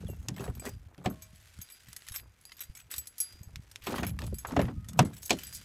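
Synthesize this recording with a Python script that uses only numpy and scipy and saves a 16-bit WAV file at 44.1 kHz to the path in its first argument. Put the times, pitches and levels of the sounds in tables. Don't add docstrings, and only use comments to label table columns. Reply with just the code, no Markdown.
import sys
import numpy as np
from scipy import signal
from scipy.fft import rfft, irfft
from scipy.io import wavfile
from scipy.ndimage import uniform_filter1d

SR = 44100
rng = np.random.default_rng(int(sys.argv[2]) if len(sys.argv) > 2 else 0)


def inscribe(sig):
    pcm = np.round(np.clip(np.atleast_2d(sig).T, -1, 1) * 32767)
    wavfile.write(sys.argv[1], SR, pcm.astype(np.int16))


N = 248724

# f/Hz, relative level/dB, free t60/s
KEY_MODES = [
    [(11030, 0, .2), (11065, -9, .12), (9700, -25, .15), (11200, -16, .08)],
    [(12755, 0, .16), (12790, -4, .14), (13900, -9, .05), (12400, -16, .06)],
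    [(7890, 0, .17), (7950, -6, .1), (2400, -16, .1)],
    [(6505, 0, .16), (7100, -3, .09), (10600, -9, .06), (5930, -12, .08)],
]
# t/s, key rattle level/dB, level of rubbing on the door/dB
HAND_MOTION = [(0.0, -64, -57), (0.45, -72.5, -72.5), (0.66, -57.5, -54), (0.8, -73, -73.5),
               (1.0, -76.5, -63.5), (1.12, -63, -53), (1.22, -67.5, -84), (1.56, -61, -81),
               (1.8, -62.5, -88), (2.14, -63.5, -82), (2.23, -72.5, -61), (2.32, -72.5, -95),
               (2.62, -63, -78), (2.82, -74.5, -83), (3.0, -62.5, -66.5), (3.13, -68.5, -82),
               (3.24, -59.5, -74.5), (3.5, -71, -70.5), (3.82, -66, -74), (3.91, -50, -39.5),
               (4.05, -73, -43.5), (4.17, -72, -74), (4.42, -64, -67.5), (4.62, -55, -36),
               (4.74, -70.5, -92), (5.0, -70, -44.5), (5.2, -66, -73), (5.4, -54.5, -62),
               (5.64, -58.5, -79)]


def undb(db):
    return 10 ** (np.asarray(db) / 20)


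def unit(x):
    return x / np.sqrt(np.mean(x ** 2))


def band(x, lo_hz, hi_hz):
    sos = signal.butter(2, [lo_hz, min(hi_hz, .45 * SR)], "bandpass", fs=SR, output="sos")
    return signal.sosfilt(sos, x)


def curves(table):
    s, *columns = np.transpose(table)
    return [np.interp(np.arange(N) / SR, s, c) for c in columns]


def add(out, s, x):
    i = int(s * SR)
    out[i:i + len(x)] += x[:N - i]


def fade(t, t60):
    return np.exp(-np.log(1000) * t / max(t60, 1e-3))


def ring(modes, t, share, scatter_db, detune, near_hz=None, focus_db=0):
    hz, db, t60 = np.transpose(modes)[:, :, None]
    gain, bend, phase = rng.standard_normal((3, len(modes), 1))
    if near_hz:
        db = db - focus_db * np.abs(np.log2(hz / near_hz))
    swing = np.sin(2 * np.pi * hz * (1 + detune * bend) * t + phase / 2)
    decay = np.exp(-np.log(1000) * t / (t60 * max(share, .05)))
    return np.sum(undb(db + scatter_db * gain) * swing * decay, axis=0)


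def burst(t, lo_hz, hi_hz, t60):
    return unit(band(rng.standard_normal(len(t)), lo_hz, hi_hz)) * fade(t, t60)


def grains(rate, spread_db, t60, size=N):
    strength = undb(spread_db * np.minimum(rng.exponential(size=size), 3.2))
    hits = (rng.random(size) < rate / SR) * strength + 1e-9
    tail = signal.lfilter([1], [1, -fade(1 / SR, t60)], hits)
    return unit(tail * rng.standard_normal(size))


def colour(x, spectrum):
    hz, db = np.transpose(spectrum)
    f = np.fft.rfftfreq(N, 1 / SR) + 1
    octaves_outside = np.maximum(np.log2(hz[0] / f), 0) + np.maximum(np.log2(f / hz[-1]), 0)
    gain_db = np.interp(np.log(f), np.log(hz), db) - 24 * octaves_outside
    return unit(irfft(rfft(x) * undb(gain_db), N))


def keys():
    # t/s, relative bright click level/dB, relative dull click level/dB,
    # dull pitch f/Hz, base t60 of the click, its bright and dull noise and its dull tones/s,
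    # relative ring level/dB, pieces struck directly
    clinks = [(0.0817, -46, -64, 3000, 0.015, -53.5, "a"), (0.1, -38.5, -73, 2920, 0.03, -49.5, "b"),
              (0.228, -54, -63, 1370, 0.03, -64, "d"), (0.342, -56, -58, 3400, 0.076, -68, "bc"),
              (0.3637, -42, -49, 2070, 0.046, -53.5, "bc"), (0.4058, -47, -53, 1343, 0.14, -53.5, "bcd"),
              (0.4404, -41, -45, 1700, 0.057, -50.5, "ac"), (0.452, -34, -62, 1740, 0.063, -54, "c"),
              (0.551, -42, -51.5, 4400, 0.023, -52, "b"), (0.5968, -53, -52, 2360, 0.03, -42, "c"),
              (0.6533, -28.5, -43.5, 1577, 0.1, -48, "c"), (0.946, -63, -51.5, 1280, 0.013, -86, "a"),
              (0.9793, -42, -52, 1430, 0.012, -71, "a"), (1.1005, -54, -64, 1400, 0.024, -48, "b"),
              (1.2213, -37, -55.5, 2410, 0.13, -50, "bcd"), (1.358, -57, -56, 3200, 0.025, -65, "abc"),
              (1.588, -33, -52, 1410, 0.022, -73, "bc"), (1.6152, -34, -67, 5800, 0.051, -48.5, "abc"),
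              (1.688, -54, -50, 3730, 0.024, -71, "ac"), (1.7003, -52, -54, 2400, 0.077, -52, "ab"),
              (1.7215, -47, -66, 5300, 0.057, -51, "abc"), (1.8853, -38, -53, 1910, 0.043, -58, "bc"),
              (1.93, -21.5, -47, 2040, 0.02, -68, "bd"), (1.964, -16.5, -45, 1970, 0.029, -52, "abd"),
              (2.0208, -43, -41.5, 1930, 0.0074, -63, "ac"), (2.0672, -50, -49, 2190, 0.042, -53, "a"),
              (2.0854, -18.5, -42, 1750, 0.02, -50, "ad"), (2.12, -34, -48.5, 3670, 0.067, -44.5, "a"),
              (2.1602, -24, -38.5, 5140, 0.047, -34.5, "b"), (2.4124, -36, -78, 1680, 0.013, -64, "a"),
              (2.453, -25, -38, 4700, 0.0055, -49, "a"), (2.495, -49, -49, 1860, 0.021, -79, "c"),
              (2.5193, -49, -39.5, 2050, 0.023, -59, "ad"), (2.5681, -42, -48, 3730, 0.0075, -54.5, "b"),
              (2.593, -32, -42, 3850, 0.018, -68, "b"), (2.6055, -38, -46.5, 3780, 0.1, -39.5, "b"),
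              (2.7511, -37.5, -54, 2340, 0.073, -47, "c"), (2.7726, -37, -52, 2300, 0.03, -51, "bd"),
              (2.802, -53, -45.5, 2440, 0.017, -53, "c"), (2.9128, -30, -54, 1814, 0.27, -40.5, "bc"),
              (2.9398, -21, -31, 3740, 0.015, -48, "c"), (2.962, -24, -55, 4900, 0.074, -46, "bc"),
              (2.9816, -17, -48, 5070, 0.043, -33.5, "bc"), (3.0565, -47, -54, 5730, 0.021, -63, "ab"),
              (3.0714, -21.5, -71, 5300, 0.038, -43.5, "a"), (3.1815, -27, -55, 5330, 0.071, -46, "ab"),
              (3.2023, -22.5, -51.5, 4840, 0.13, -24.5, "a"), (3.324, -37, -55, 4760, 0.05, -61, "b"),
              (3.4318, -35, -81, 4860, 0.03, -55.5, "bcd"), (3.7138, -31, -48, 5830, 0.034, -82, "bd"),
              (3.8387, -46, -52, 1890, 0.19, -48, "b"), (3.8677, -24, -37, 2340, 0.02, -45, "bc"),
              (3.958, -48, -39.5, 2100, 0.09, -47.5, "a"), (4.0666, -40, -42, 2304, 0.063, -38, "ab"),
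              (4.093, -27, -46, 2300, 0.03, -50, "ab"), (4.1895, -25, -37, 1180, 0.027, -62, "bd"),
              (4.219, -48, -35.5, 1770, 0.0097, -62, "cd"), (4.238, -35, -50, 2500, 0.049, -58, "c"),
              (4.2657, -27, -49, 3050, 0.029, -51, "a"), (4.343, -34, -52, 4960, 0.034, -47, "abc"),
              (4.3846, -37, -57.5, 2400, 0.13, -43.5, "abcd"), (4.4698, -49, -61, 1300, 0.03, -48, "abcd"),
              (4.6155, -39, -32, 1490, 0.01, -48.5, "ab"), (4.8447, -41, -55, 1290, 0.042, -83, "d"),
              (4.886, -25.5, -50.5, 3540, 0.065, -48, "d"), (4.9324, -29.5, -51, 1270, 0.021, -61, "b"),
              (5.0496, -34, -50, 1384, 0.13, -49, "ac"), (5.133, -42, -52.5, 1655, 0.062, -62, "ac"),
              (5.167, -33, -51.5, 5250, 0.032, -60, "bc"), (5.23, -23, -46.5, 5450, 0.031, -47, "d"),
              (5.2544, -38, -67, 4860, 0.017, -45, "acd"), (5.295, -47, -34.5, 2980, 0.13, -38, "c"),
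              (5.3877, -26, -41.5, 2910, 0.044, -56, "bc"), (5.4345, -28, -42.5, 3220, 0.024, -42.5, "b"),
              (5.469, -27, -61, 4700, 0.038, -44.5, "ac"), (5.526, -29, -46, 4800, 0.028, -51, "cd"),
              (5.5492, -22.5, -71, 4980, 0.13, -46, "cd"), (5.6136, -55.5, -48.5, 3130, 0.031, -68, "d")]
    shaken_levels = [-14.5, -7.5, -11, -14.5]
    # f/Hz, relative level/dB
    rattle_spectrum = [(1500, 1.5), (2200, 0), (3200, 0), (4600, -3), (6500, -3), (9000, -6), (12500, -9)]
    shaken_spread_db, key_ring_share = 2, 0.71
    out, t = np.zeros(N), np.arange(16000) / SR
    short = t[:4096]
    times = np.array([row[0] for row in clinks])
    rise = 1 - np.exp(-t / 0.00011)
    short_rise = rise[:4096]
    for s, bright_db, dull_db, dull_hz, t60, ring_db, struck in clinks:
        overtones = [(dull_hz, 0, t60), (1.47 * dull_hz, -5, t60), (2.3 * dull_hz, -7, t60)]
        links = ring(overtones, short, 1.4, 1.9, 0.0295)
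        dull = undb(-2) * burst(short, 930, 5300, t60) + undb(-3) * links
        bright = undb(bright_db - 17.5) * burst(short, 4400, 12000, t60)
        add(out, s, short_rise * (bright + undb(dull_db) * dull))
        stray = [(5200. * 2 ** (1.45 * u), 0, .06) for u in rng.random(4)]
        add(out, s, short_rise * undb(ring_db - 13) * ring(stray, short, 1, 4.1, 0))
        touches = np.searchsorted(times, s + t) - np.searchsorted(times, s + 1e-4)
        left = undb(-3.5 * uniform_filter1d(np.maximum(touches, 0.), size=128))
        shaken_db = np.array(shaken_levels) + shaken_spread_db * rng.standard_normal(len(KEY_MODES))
        piece_db = [ring_db + (0 if name in struck else db) for name, db in zip("abcd", shaken_db)]
        pieces = sum(undb(db) * ring(key, t, key_ring_share, 1.0, 0.002)
                     for key, db in zip(KEY_MODES, piece_db))
        add(out, s, rise * left * pieces)
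    taps = (rng.random((len(KEY_MODES), N)) < 25 / SR) * rng.standard_normal((len(KEY_MODES), N))
    jingle = sum(signal.fftconvolve(tap, ring(key, t[:6000], 0.17, 0.9, 0.0016))[:N]
                 for tap, key in zip(taps, KEY_MODES))
    rattle = colour(grains(1500, 0.9, 0.011), rattle_spectrum)
    return out + undb(curves(HAND_MOTION)[0]) * (rattle + undb(-12.0) * unit(jingle))


def tag():
    # f/Hz, relative level/dB, free t60/s
    tag_modes = [(4851, 0, .7)]
    # t/s, level/dB, share of the free ring time
    tag_hits = [(0.5966, -57.5, 0.89), (.6533, -58.5, 1), (.748, -72, 0.37), (1.2207, -66, 0.66),
                (1.6152, -59, 0.96), (1.7215, -55, 0.52), (2.1603, -58, .5), (2.4523, -57, 0.71),
                (2.6055, -63.5, 0.99), (2.9108, -54.5, 1), (3.2021, -44, 0.78), (3.8387, -66, .8),
                (4.2661, -66, .4), (4.343, -60, 0.55), (4.6166, -66, .8), (5.254, -66, .7),
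                (5.435, -53.5, 1), (5.5263, -49.5, 0.62)]
    out, t = np.zeros(N), np.arange(SR // 2) / SR
    ends = [row[0] for row in tag_hits[1:]] + [N / SR]
    rise = np.clip(t / 0.0043, 0, 1)
    for (s, db, share), end in zip(tag_hits, ends):
        stop = np.clip((end - s - t) / .004 + 1, 0, 1)
        add(out, s, undb(db) * ring(tag_modes, t, share, .5, 0.0006) * stop * rise)
    return out


def scrapes():
    # t/s, length/s, then relative bright, middle and low levels/dB
    runs = [(0.058, 0.26, -72, -91, -83), (0.363, .14, -61, -62, -47), (0.636, 0.061, -51.5, -58, -46.5),
            (1.038, 0.038, -56, -56, -47), (1.61, 0.0077, -41.5, -49.5, -72), (2.071, 0.032, -54, -51, -98),
            (2.134, 0.064, -47, -47.5, -70), (2.6, 0.037, -45.5, -48, -64), (2.756, 0.066, -59, -60, -83),
            (2.901, 0.07, -50, -47.5, -62), (3.812, 0.08, -61, -54.5, -92), (3.856, 0.25, -52, -50, -71),
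            (4.196, 0.085, -59, -56, -52.5), (4.469, 0.051, -70, -55.5, -45.5),
            (4.567, 0.16, -83, -75, -54), (4.878, 0.017, -77, -55, -65), (4.968, 0.062, -54.5, -55, -52.5),
            (5.133, 0.072, -56, -59, -65), (5.217, 0.065, -47, -87, -71), (5.379, 0.16, -60, -69, -73),
            (5.53, 0.039, -47.5, -80, -84)]
    key_ring_db = -8.5
    out, ring_t = np.zeros(N), np.arange(4096) / SR
    for s, length, bright_db, middle_db, low_db in runs:
        t = np.arange(int((length + .05) * SR)) / SR
        start = np.clip(t / 0.0094, 0, 1)
        shape = start * undb(-3 * t / length) * np.exp(-np.maximum(t - length, 0) / 0.0053)
        metal, skin = (grains(380, 3.7, 0.013, size=SR // 3)[:len(t)] for _ in range(2))
        layers = ((bright_db, metal, 4500, 15500),
                  (middle_db, metal + 1.1 * skin, 1300, 4500),
                  (low_db, skin + 0.32 * metal, 300, 1300))
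        chatter = sum(undb(db) * unit(band(x, lo_hz, hi_hz)) for db, x, lo_hz, hi_hz in layers)
        add(out, s, shape * chatter)
        bunch = sum(undb(7.6 * rng.standard_normal()) * ring(key, ring_t, 0.3, 3.9, 0.0012)
                    for key in KEY_MODES)
        singing = unit(signal.fftconvolve(shape * metal, bunch))
        strength = np.sqrt(len(t) / (len(t) + len(ring_t)))
        add(out, s, undb(bright_db + key_ring_db) * singing * strength)
    return out


def fob():
    # t/s, relative level/dB
    snaps = [(3.5586, -23.5), (3.759, -24)]
    # f/Hz, relative level/dB, free t60/s
    shell_modes = [(1800, -32, .004), (2460, 12, 0.0026), (3640, 8.5, 0.0042), (5360, -1, 0.0068),
                   (9800, -14, 0.0014)]
    out, t = np.zeros(N), np.arange(1024) / SR
    for s, db in snaps:
        snap = ring(shell_modes, t, 0.95, 0.8, 0.01)
        snap = snap + undb(1.5) * burst(t, 1500, 12000, 0.0037)
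        snap = snap + undb(-7.5) * burst(t, 830, 6600, 0.04)
        add(out, s, undb(db - 13.5) * band(snap, 1600, 12400))
    return out


def door():
    # t/s, relative crack, snap, knock and thud levels/dB,
    # favoured snap, knock and thud f/Hz, share of the free ring time, contact build-up time/s
    blows = [(0.2849, -12.5, -37.5, -45.5, -27.5, 1980, 940, 124, 0.47, 0.00034),
             (0.3023, -38, -57, -52, -35.5, 1650, 610, 175, 0.7, 0.0024),
             (0.3802, -44, -42.5, -58, -67, 2040, 480, 139, 0.43, 0.00068),
             (0.3947, -34, -46, -37, -36, 2440, 420, 151, 1, 0.0025),
             (0.4775, -45, -47, -35, -32.5, 1760, 465, 115, 0.6, 0.00041),
             (0.6619, -23, -32, -33, -40.5, 1530, 450, 420, 0.71, 0.0053),
             (0.9802, -65, -61, -54, -40, 2720, 543, 123, 1, 0.0015),
             (1.0579, -18.5, -28, -24.5, -18.5, 2140, 668, 127, 0.55, 0.0023),
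             (3.8695, -45, -31.5, -31, -29.5, 2300, 1000, 350, 0.69, 0.0017),
             (3.9211, -30, -39, -32.5, -32, 2280, 550, 249, 0.8, 0.0024),
             (3.9812, -28, -33, -35.5, -26.5, 1960, 1020, 139, 0.88, 0.0016),
             (4.031, -20.5, -24.5, -33.5, -29, 1710, 796, 146, 0.58, 0.0033),
             (4.2243, -50, -48, -38, -30.5, 2370, 563, 110, 0.5, 0.00096),
             (4.4486, -41, -62, -29.5, -58, 1500, 1120, 447, 0.45, 0.0011),
             (4.5199, -31, -64, -40.5, -28.5, 1610, 1330, 240, 0.56, 0.0014),
             (4.5647, -21, -22.5, -19.5, -14.5, 1540, 553, 234, 0.45, 0.0022),
             (4.592, -29.5, -28.5, -20, -34, 1640, 478, 181, 0.76, 0.0011),
             (4.6194, -52, -41, -49, -46, 1520, 452, 124, 0.91, 0.0013),
             (4.6531, -37, -39, -48, -27.5, 1570, 560, 114, 0.35, 0.0012),
             (4.6821, -59, -46, -41, -35.5, 1900, 865, 243, 0.75, 0.0011),
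             (4.9908, -3, -17.5, -14.5, -11, 2270, 905, 127, 0.55, 0.00081),
             (5.0272, -35, -42.5, -32.5, -30.5, 1620, 470, 222, 0.57, 0.00061),
             (5.306, -5, -17.5, -21, -24, 2730, 660, 307, 0.57, 0.0007),
             (5.3286, -21, -36.5, -30, -37, 3700, 454, 237, 0.64, 0.00086)]
    # f/Hz, relative level/dB, free t60/s
    thud_modes = [(112, -23, 0.07), (131.7, 3, 0.19), (180.7, -3.5, 0.39), (239, 4.5, 0.16),
                  (277.3, 0, 0.29), (323.8, -3, 0.26), (384, 4.5, 0.098)]
    knock_modes = [(400, 5.5, 0.19), (544, -37, 0.34), (573, -3.5, 0.27), (607, -19, 0.27),
                   (736, 14, 0.094), (850, -14, 0.024), (918, 10.5, 0.047), (1110, 17.5, 0.021),
                   (1310, -51, 0.094)]
    snap_modes = [(1690, -19, 0.17), (1837, 12, 0.049), (2228, -5.5, 0.087), (2600, 18, 0.023),
                  (3210, 12.5, 0.036), (3100, -24, 0.025), (4430, -42, 0.1)]
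    # t/s, f/Hz, level/dB, t60/s
    singing_parts = [(1.062, 634, -57, 1), (1.063, 1080, -60.5, 0.77), (4.759, 1254, -65, 0.96)]
    # f/Hz, relative level/dB
    rub_spectrum = [(250, 1), (400, -3.5), (650, -5.5), (1000, -9), (1500, -12)]
    boom_db, boom_t60_s = -9, 0.24
    out, t = np.zeros(N), np.arange(12000) / SR
    for s, crack_db, snap_db, knock_db, thud_db, snap_hz, knock_hz, thud_hz, share, contact in blows:
        rise = 1 - np.exp(-t / max(contact, 1e-4))
        crack = burst(t, 2500, 15000, .007)
        crack = crack + undb(-0.5) * burst(t, 4700, 8000, 0.049 * share)
        snap = ring(snap_modes, t, share, 0.72, 0.039, snap_hz, focus_db=17.5)
        snap = snap + undb(3.0) * burst(t, 0.72 * snap_hz, 1.72 * snap_hz, 0.12 * share)
        knock = ring(knock_modes, t, share, 1.1, 0.021, knock_hz, focus_db=37.5)
        knock = knock + undb(3.4) * burst(t, 0.47 * knock_hz, 1.32 * knock_hz, 0.12 * share)
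        thud = ring(thud_modes, t, share, 1.7, 0.0359, thud_hz, focus_db=11)
        thud = thud + undb(boom_db) * burst(t, 61, 246, boom_t60_s)
        thud = thud * (1 - np.exp(-t / 0.0075))
        add(out, s, undb(crack_db - 15) * crack * np.sqrt(rise))
        add(out, s, rise * (undb(snap_db - 8.0) * snap + undb(knock_db - 3.5) * knock))
        add(out, s, undb(thud_db) * thud)
    t = np.arange(SR // 2) / SR
    for s, hz, db, t60 in singing_parts:
        add(out, s, undb(db) * np.sin(2 * np.pi * hz * t) * fade(t, t60))
    return out + undb(curves(HAND_MOTION)[1]) * colour(grains(500, 7.6, 0.011), rub_spectrum)


def grip():
    # t/s, relative level/dB, f/Hz
    finger_taps = [(.037, -46, 436), (.088, -46, 570), (0.098, -42, 360), (.128, -53, 400), (.17, -65, 420),
                   (.57, -62, 380), (3.355, -62, 290), (.245, -63, 456), (4.326, -41.5, 480),
                   (4.333, -39.5, 364), (4.245, -58, 416)]
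    out, t = np.zeros(N), np.arange(1024) / SR
    for s, db, hz in finger_taps:
        add(out, s, undb(db) * np.sin(2 * np.pi * hz * t) * (t / 0.00091) * np.exp(1 - t / 0.0019))
    return out


def eddies(lo_hz, hi_hz, even_s):
    x = band(band(rng.standard_normal(N), lo_hz, hi_hz), lo_hz, hi_hz)
    return unit(x / np.sqrt(uniform_filter1d(x ** 2, int(even_s * SR)) + 1e-9))


def wind():
    # t/s, rumble level/dB, flutter level/dB
    wind_levels = [(0.0, -48, -45), (0.25, -50, -59), (0.33, -54, -45), (0.62, -57, -59),
                   (0.76, -43, -55.5), (0.83, -54.5, -72), (0.95, -64, -88), (1.2, -56.5, -67),
                   (1.5, -61.5, -79), (1.72, -85, -89), (1.9, -58, -69.5), (2.04, -74, -80),
                   (2.28, -53.5, -73), (2.36, -72, -76), (2.6, -68, -77), (3.25, -72, -82),
                   (3.56, -56, -60), (3.79, -63.5, -100), (4.05, -40.5, -42.5), (4.3, -41.5, -50),
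                   (4.45, -54, -70), (4.6, -42, -30.5), (4.72, -54, -43), (4.85, -47, -55.5),
                   (5.02, -53, -31), (5.25, -56.5, -71), (5.64, -60, -60)]
    # t/s, relative swing level/dB, swing f/Hz, level of the stirred rumble/dB
    puffs = [(0.052, -31.5, 120, -63), (.09, -42, 122, -35.5), (0.199, -40, 60, -43.5),
             (0.498, -45, 59.6, -33.5), (.58, -40, 111, -41), (.7, -55, 60, -57), (0.861, -60, 59.5, -50.5),
             (1.332, -47.5, 154, -76), (1.59, -36.5, 103, -47.5), (1.885, -43.5, 119, -63),
             (2.111, -39, 62, -56), (2.21, -57, 58.4, -65), (2.697, -34.5, 59, -53),
             (2.859, -70, 55, -59.5), (2.988, -67, 55, -46.5), (3.341, -52, 51.1, -58),
             (3.41, -43, 111, -53.5), (3.473, -40.5, 80.2, -63), (3.534, -49, 74, -58),
             (3.568, -39, 88.8, -56), (3.594, -39, 127, -70), (3.83, -46, 70.0, -61), (4.099, -46, 70, -40),
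             (4.151, -34, 111, -44), (4.269, -49, 80.6, -40.5), (4.328, -45, 151, -37),
             (4.639, -32, 70, -36), (4.49, -54, 110, -51), (4.778, -29, 112, -40.5), (5.472, -62, 110, -56),
             (5.561, -48, 70, -54.5)]
    stir_lag_s, stir_s = 0.004, 0.017
    flutter_db, flutter_db_per_octave = -5.5, 13
    rumble, flutter = undb(curves(wind_levels))
    out, t, clock = np.zeros(N), np.arange(2048) / SR, np.arange(N) / SR
    for s, db, hz, stir_db in puffs:
        add(out, s, undb(db) * np.sin(2 * np.pi * hz * t) * (t / 0.0024) * np.exp(1 - t / 0.0028))
        stir = undb(stir_db) * np.exp(-np.abs(clock - s - stir_lag_s) / stir_s)
        rumble = rumble + stir
        flutter = flutter + stir * undb(flutter_db + flutter_db_per_octave * np.log2(hz / 133.0))
    out = out + rumble * eddies(47.7, 116.2, 0.051)
    out = out + flutter * eddies(97.6, 226, 0.044)
    return out + undb(-77) * eddies(22, 55, 0.12)


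def bird():
    # t/s, f/Hz, level before the trembling/dB
    whistle = [(.055, 3220, -81), (.07, 3450, -57.5), (.09, 2800, -60), (.14, 2720, -65), (.2, 2620, -93),
               (.22, 2600, -85)]
    hz, db = curves(whistle)
    t = np.arange(N) / SR
    waver = 1 + 0.43 * np.sin(2 * np.pi * 45 * t)
    sounding = (t > whistle[0][0]) * (t < whistle[-1][0])
    return undb(db) * waver * np.sin(2 * np.pi * np.cumsum(hz) / SR) * sounding


def open_air():
    # f/Hz, relative level/dB
    air_spectrum = [(88, -1), (150, -5), (475, -4.5), (2360, -7), (4160, -32), (10800, -33), (11700, -38),
                    (12900, -17), (15100, -25), (16000, -57)]
    return undb(-72.5) * colour(rng.standard_normal(N), air_spectrum)


def scene():
    handling = keys() + tag() + scrapes() + fob() + door() + grip()
    return (handling + wind() + bird() + open_air())[None]


def record(dry):
    ceiling = 1.1
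    dry = ceiling * np.tanh(dry / ceiling)
    dry = signal.sosfilt(signal.butter(8, 15100, fs=SR, output="sos"), dry)
    return signal.sosfilt(signal.ellip(8, .2, 60, 16300, fs=SR, output="sos"), dry)


dry = scene()
out = record(dry)
inscribe(out)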